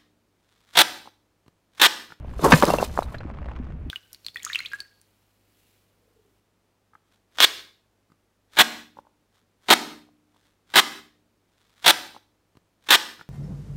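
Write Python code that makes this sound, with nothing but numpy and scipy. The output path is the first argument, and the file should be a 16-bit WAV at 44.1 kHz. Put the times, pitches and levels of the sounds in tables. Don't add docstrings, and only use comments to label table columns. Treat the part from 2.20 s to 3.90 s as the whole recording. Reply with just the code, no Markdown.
import sys
import numpy as np
from scipy import signal
from scipy.fft import rfft, irfft
from scipy.io import wavfile

SR = 44100
rng = np.random.default_rng(int(sys.argv[2]) if len(sys.argv) > 2 else 0)


def materialize(psi):
    bounded = np.clip(np.atleast_2d(psi).T, -1, 1)
    quanta = np.round(bounded * 32767).astype(np.int16)
    wavfile.write(sys.argv[1], SR, quanta)


N = 74970
T = np.arange(N) / SR

# pitch_hz, level_db
AIR_TONE = [(20, -1.5), (38, -3.5), (58, 6), (85, -0.5), (140, -6.5), (230, -12.5), (350, -21),
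            (900, -33.5), (2500, -42), (4000, -56.5), (8000, -75), (15000, -79)]
# time_s, level_db
GRASS_LOUDNESS = [(0, -61), (0.1, -50), (0.85, -49.5), (1.03, -49.5), (1.09, -47), (1.14, -53),
                  (1.37, -47.5), (1.43, -55), (1.5, -46), (1.54, -60.5), (1.7, -78.5)]
# pitch_hz, level_db
GRASS_TONE = [(300, 10.5), (1000, 3), (2500, -9), (4200, -21.5), (5500, -27), (8000, -34), (15000, -48.5)]
# start_s, level_db, pitch_hz, fade_s (the time to fall by 60 dB)
GRASS_STEPS = [(0.192, -30.5, 1220, 0.026), (0.884, -35, 1300, .02), (0.92, -42, 1094, 0.048),
               (0.9433, -27.5, 1610, 0.044), (1.004, -34.5, 1570, 0.043), (1.062, -46, 686, 0.025),
               (1.145, -37, 695, 0.023), (1.169, -40.5, 1000, 0.049), (1.216, -40, 780, .04),
               (1.264, -36.5, 745, 0.024), (1.293, -37.5, 990, 0.027), (1.313, -37, 890, .05),
               (1.365, -38, 1080, 0.042), (1.466, -38.5, 1040, 0.024), (1.486, -47.5, 1150, 0.027)]
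# time_s, level_db
GRIT_LOUDNESS = [(0, -79), (0.16, -63), (0.21, -46), (0.25, -33), (0.285, -36.5), (0.33, -27), (0.38, -30),
                 (0.415, -32), (0.49, -31.5), (0.545, -37.5), (0.575, -42), (0.605, -40), (0.645, -38),
                 (0.70, -58), (0.73, -52), (0.80, -49), (0.87, -62), (0.95, -62), (1.05, -103),
                 (1.7, -76.5)]
# pitch_hz, level_db
GRIT_TONE = [(900, -8), (1800, 4), (2800, 4), (4000, 5.5), (6000, 2), (10000, -1.5), (14500, -4),
             (16000, -14)]
# time_s, level_db
SCUFF_LOUDNESS = [(0.17, -65), (0.222, -32), (0.25, -11), (0.28, -20.5), (0.315, -23.5), (0.37, -27),
                  (0.412, -40), (0.432, -9.5), (0.455, -33), (0.485, -19), (0.525, -26.5), (0.55, -23),
                  (0.575, -40.5), (0.6, -25.5), (0.645, -32), (0.70, -79), (0.755, -63), (0.79, -24.5),
                  (0.86, -127), (0.95, -68)]
# pitch_hz, level_db
SCUFF_TONE = [(40, -22.5), (90, -15.5), (150, 9.5), (300, 5.5), (580, 3.5), (780, -2.5), (1000, 4),
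              (1350, -3), (1900, -17), (3500, -38.5)]
# start_s, level_db, pitch_hz, fade_s
GRIT_SNAPS = [(0.243, -27.5, 7000, 0.15), (0.3047, -27, 6000, 0.009), (0.31, -18, 6500, .01),
              (0.4248, -21.5, 4030, 0.011), (0.453, -18, 8000, 0.0099), (0.790, -40, 7000, 0.021),
              (0.829, -48, 7000, 0.053)]
# start_s, level_db, pitch_hz, fade_s
STONE_CLINKS = [(0.466, -23, 3930, .012), (0.502, -30, 2753, 0.14), (0.585, -21.5, 2705, .04)]
# start_s, level_db, pitch_hz, fade_s
PEBBLE_CHINKS = [(0.829, -42, 3940, 0.056), (0.984, -42.5, 4080, 0.032)]
# start_s, level_db, pitch_hz, fade_s
SOFT_FOOTFALLS = [(1.053, -22, 295, 0.025), (1.114, -30, 215, 0.058), (1.398, -23.5, 245, .08),
                  (1.526, -33, 154.5, 0.22), (1.664, -25, 251, 0.032)]
# start_s, level_db, pitch_hz, fade_s
HOOF_KNOCKS = [(0.046, -28, 557, 0.012), (0.1362, -31, 1000, 0.013), (0.1935, -24, 410, 0.042),
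               (0.2435, -8, 803, 0.029), (0.2474, 0, 1170, 0.0066), (0.2575, -3, 540, 0.006),
               (0.264, -7.5, 293, 0.023), (0.311, -4.5, 790, 0.0066), (0.4240, 11.5, 1000, 0.0052),
               (0.4350, 3.5, 547, 0.018), (0.4793, -12, 390, .011), (0.4863, -10, 684, 0.016),
               (0.5025, -1, 697, 0.011), (0.5370, -3.5, 597, 0.021), (0.585, -8.5, 532, 0.015),
               (0.6005, -13, 900, 0.0045), (0.627, 5.5, 574, 0.0051), (0.7755, 1.5, 1005, 0.0036),
               (0.7893, -1, 695, 0.0094), (0.823, -7.5, 800, 0.0041)]
# start_s, level_db, pitch_hz, fade_s
BODY_THUMPS = [(0.3287, 3, 234.6, .05), (0.3389, 2, 157, 0.055)]
# pitch_hz, level_db (added to the level of the hit)
HORN_NOTES = [(508, -6), (750, -17.5), (955, -13.5), (1200, -8), (1560, -7), (1738, -7.5), (2175, -14.5),
              (2506, -14.5)]
# start_s, level_db, pitch_hz, fade_s
HORN_HITS = [(0.3201, 11.5, 921, .02), (0.3346, 5.5, 1677, 0.011)]


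def from_db(db):
    return 10 ** (np.asarray(db) / 20)


def unit_power(x):
    return x / np.sqrt(np.mean(x ** 2) + 1e-20)


def loudness(points):
    return from_db(np.interp(T, *np.transpose(points)))


def shape_tone(x, points):
    hz, db = np.transpose(points)
    pitches = np.maximum(np.fft.rfftfreq(N, 1 / SR), 1)
    gains = from_db(np.interp(np.log(pitches), np.log(hz), db))
    return unit_power(irfft(rfft(x) * gains, N))


def lowpass(x, hz, order=2):
    return signal.sosfilt(signal.butter(order, hz, fs=SR, output="sos"), x + 1e-18)


def highpass(x, hz):
    return signal.sosfilt(signal.butter(2, hz, "high", fs=SR, output="sos"), x + 1e-18)


def rise(start, rise_s):
    return 1 - np.exp(-np.maximum(T - start, 0) / rise_s)


def decay(start, fade):
    return (T >= start) * np.exp(-np.log(1000) * np.clip((T - start) / fade, 0, 10))


def ring(start, db, hz, fade):
    return from_db(db) * decay(start, fade) * np.sin(2 * np.pi * hz * (T - start))


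def burst(start, db, hz, fade, q=1):
    noise = signal.lfilter(*signal.iirpeak(hz, q, fs=SR), rng.standard_normal(N))
    return from_db(db) * decay(start, fade) * unit_power(noise)


def grains(per_s, spread_db):
    sizes = from_db(spread_db * np.minimum(rng.exponential(1, N), 5))
    return (rng.random(N) < per_s / SR) * sizes * rng.choice([-1, 1], N)


def ticks(per_s, spread_db, q, clump_db, clump_hz):
    clumps = from_db(clump_db * unit_power(lowpass(rng.standard_normal(N), clump_hz)))
    out = np.zeros(N)
    for hz in np.geomspace(500, 15000, 20):
        clicks = grains(per_s, spread_db) * clumps
        out += signal.lfilter(*signal.iirpeak(hz, q, fs=SR), clicks + 1e-18)
    return out


def open_air(rumble_db=-35, drone_db=-41.5, drone_hz=58.2, waver_hz=5.5):
    pitch = drone_hz + waver_hz * unit_power(lowpass(rng.standard_normal(N), hz=11))
    drone = unit_power(np.sin(2 * np.pi * np.cumsum(pitch) / SR))
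    rumble = shape_tone(rng.standard_normal(N), AIR_TONE)
    return from_db(rumble_db) * rumble + from_db(drone_db) * drone


def cliff_echo(x, echo_db=-32, delay_s=0.012, fade_s=0.51):
    tail = lowpass(rng.standard_normal(N), hz=2430) * decay(delay_s, fade_s)
    return from_db(echo_db) * signal.fftconvolve(x, tail / np.linalg.norm(tail))[:N]


def grass(tap_hz=586):
    stalks = ticks(per_s=160, spread_db=3, q=1.6, clump_db=7, clump_hz=170)
    steps = np.zeros(N)
    for start, db, hz, fade in GRASS_STEPS:
        crunch = burst(start, db, hz, fade, q=4.4)
        tap = burst(start, db - 0.5, tap_hz, fade, q=4.4)
        steps += rise(start, rise_s=0.0012) * (crunch + tap)
    return loudness(GRASS_LOUDNESS) * shape_tone(stalks, GRASS_TONE) + lowpass(steps, hz=2870)


def grit():
    spray = ticks(per_s=950, spread_db=3, q=10.2, clump_db=2.5, clump_hz=71)
    return loudness(GRIT_LOUDNESS) * shape_tone(spray, GRIT_TONE)


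def gravel():
    scuffs = loudness(SCUFF_LOUDNESS) * shape_tone(grains(per_s=2200, spread_db=0.5), SCUFF_TONE)
    scuffs = highpass(highpass(scuffs, hz=125), hz=125)
    snaps = sum(burst(*row) for row in GRIT_SNAPS)
    stones = sum(ring(*row) for row in STONE_CLINKS)
    pebbles = sum(burst(*row, q=42) for row in PEBBLE_CHINKS)
    return scuffs + snaps + stones + pebbles


def hooves(overtone_ratio=1.72, overtone_db=-7.5):
    knocks = np.zeros(N)
    for start, db, hz, fade in HOOF_KNOCKS:
        note = ring(start, db, hz, fade)
        overtone = ring(start, db + overtone_db, hz * overtone_ratio, fade)
        knocks += rise(start, rise_s=0.00042) * (note - overtone)
    knocks = highpass(lowpass(knocks, hz=1590, order=4), hz=238)
    thuds = sum(ring(*row) for row in SOFT_FOOTFALLS)
    return knocks + lowpass(thuds, hz=406)


def horns(ring_s=0.035):
    crash = sum(ring(*row) for row in BODY_THUMPS)
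    for start, db, hz, fade in HORN_HITS:
        crunch = lowpass(burst(start, db - 1.5, hz, fade, q=1.3), hz=4170)
        crack = ring(start, db, hz, fade) + crunch
        ringing = sum(ring(start, db + note_db, note_hz, ring_s) for note_hz, note_db in HORN_NOTES)
        crash += rise(start, rise_s=0.0023) * (crack + ringing)
    return highpass(crash, hz=97)


def scene():
    blows = horns() + hooves()
    return (blows + cliff_echo(blows) + gravel() + grit() + grass() + open_air())[None]


def record(dry, ceiling=0.68, hardness=4, top_hz=15650):
    flattened = dry / (1 + np.abs(dry / ceiling) ** hardness) ** (1 / hardness)
    return signal.sosfilt(signal.ellip(10, .1, 80, top_hz, fs=SR, output="sos"), flattened)


dry = scene()
out = record(dry)
materialize(out)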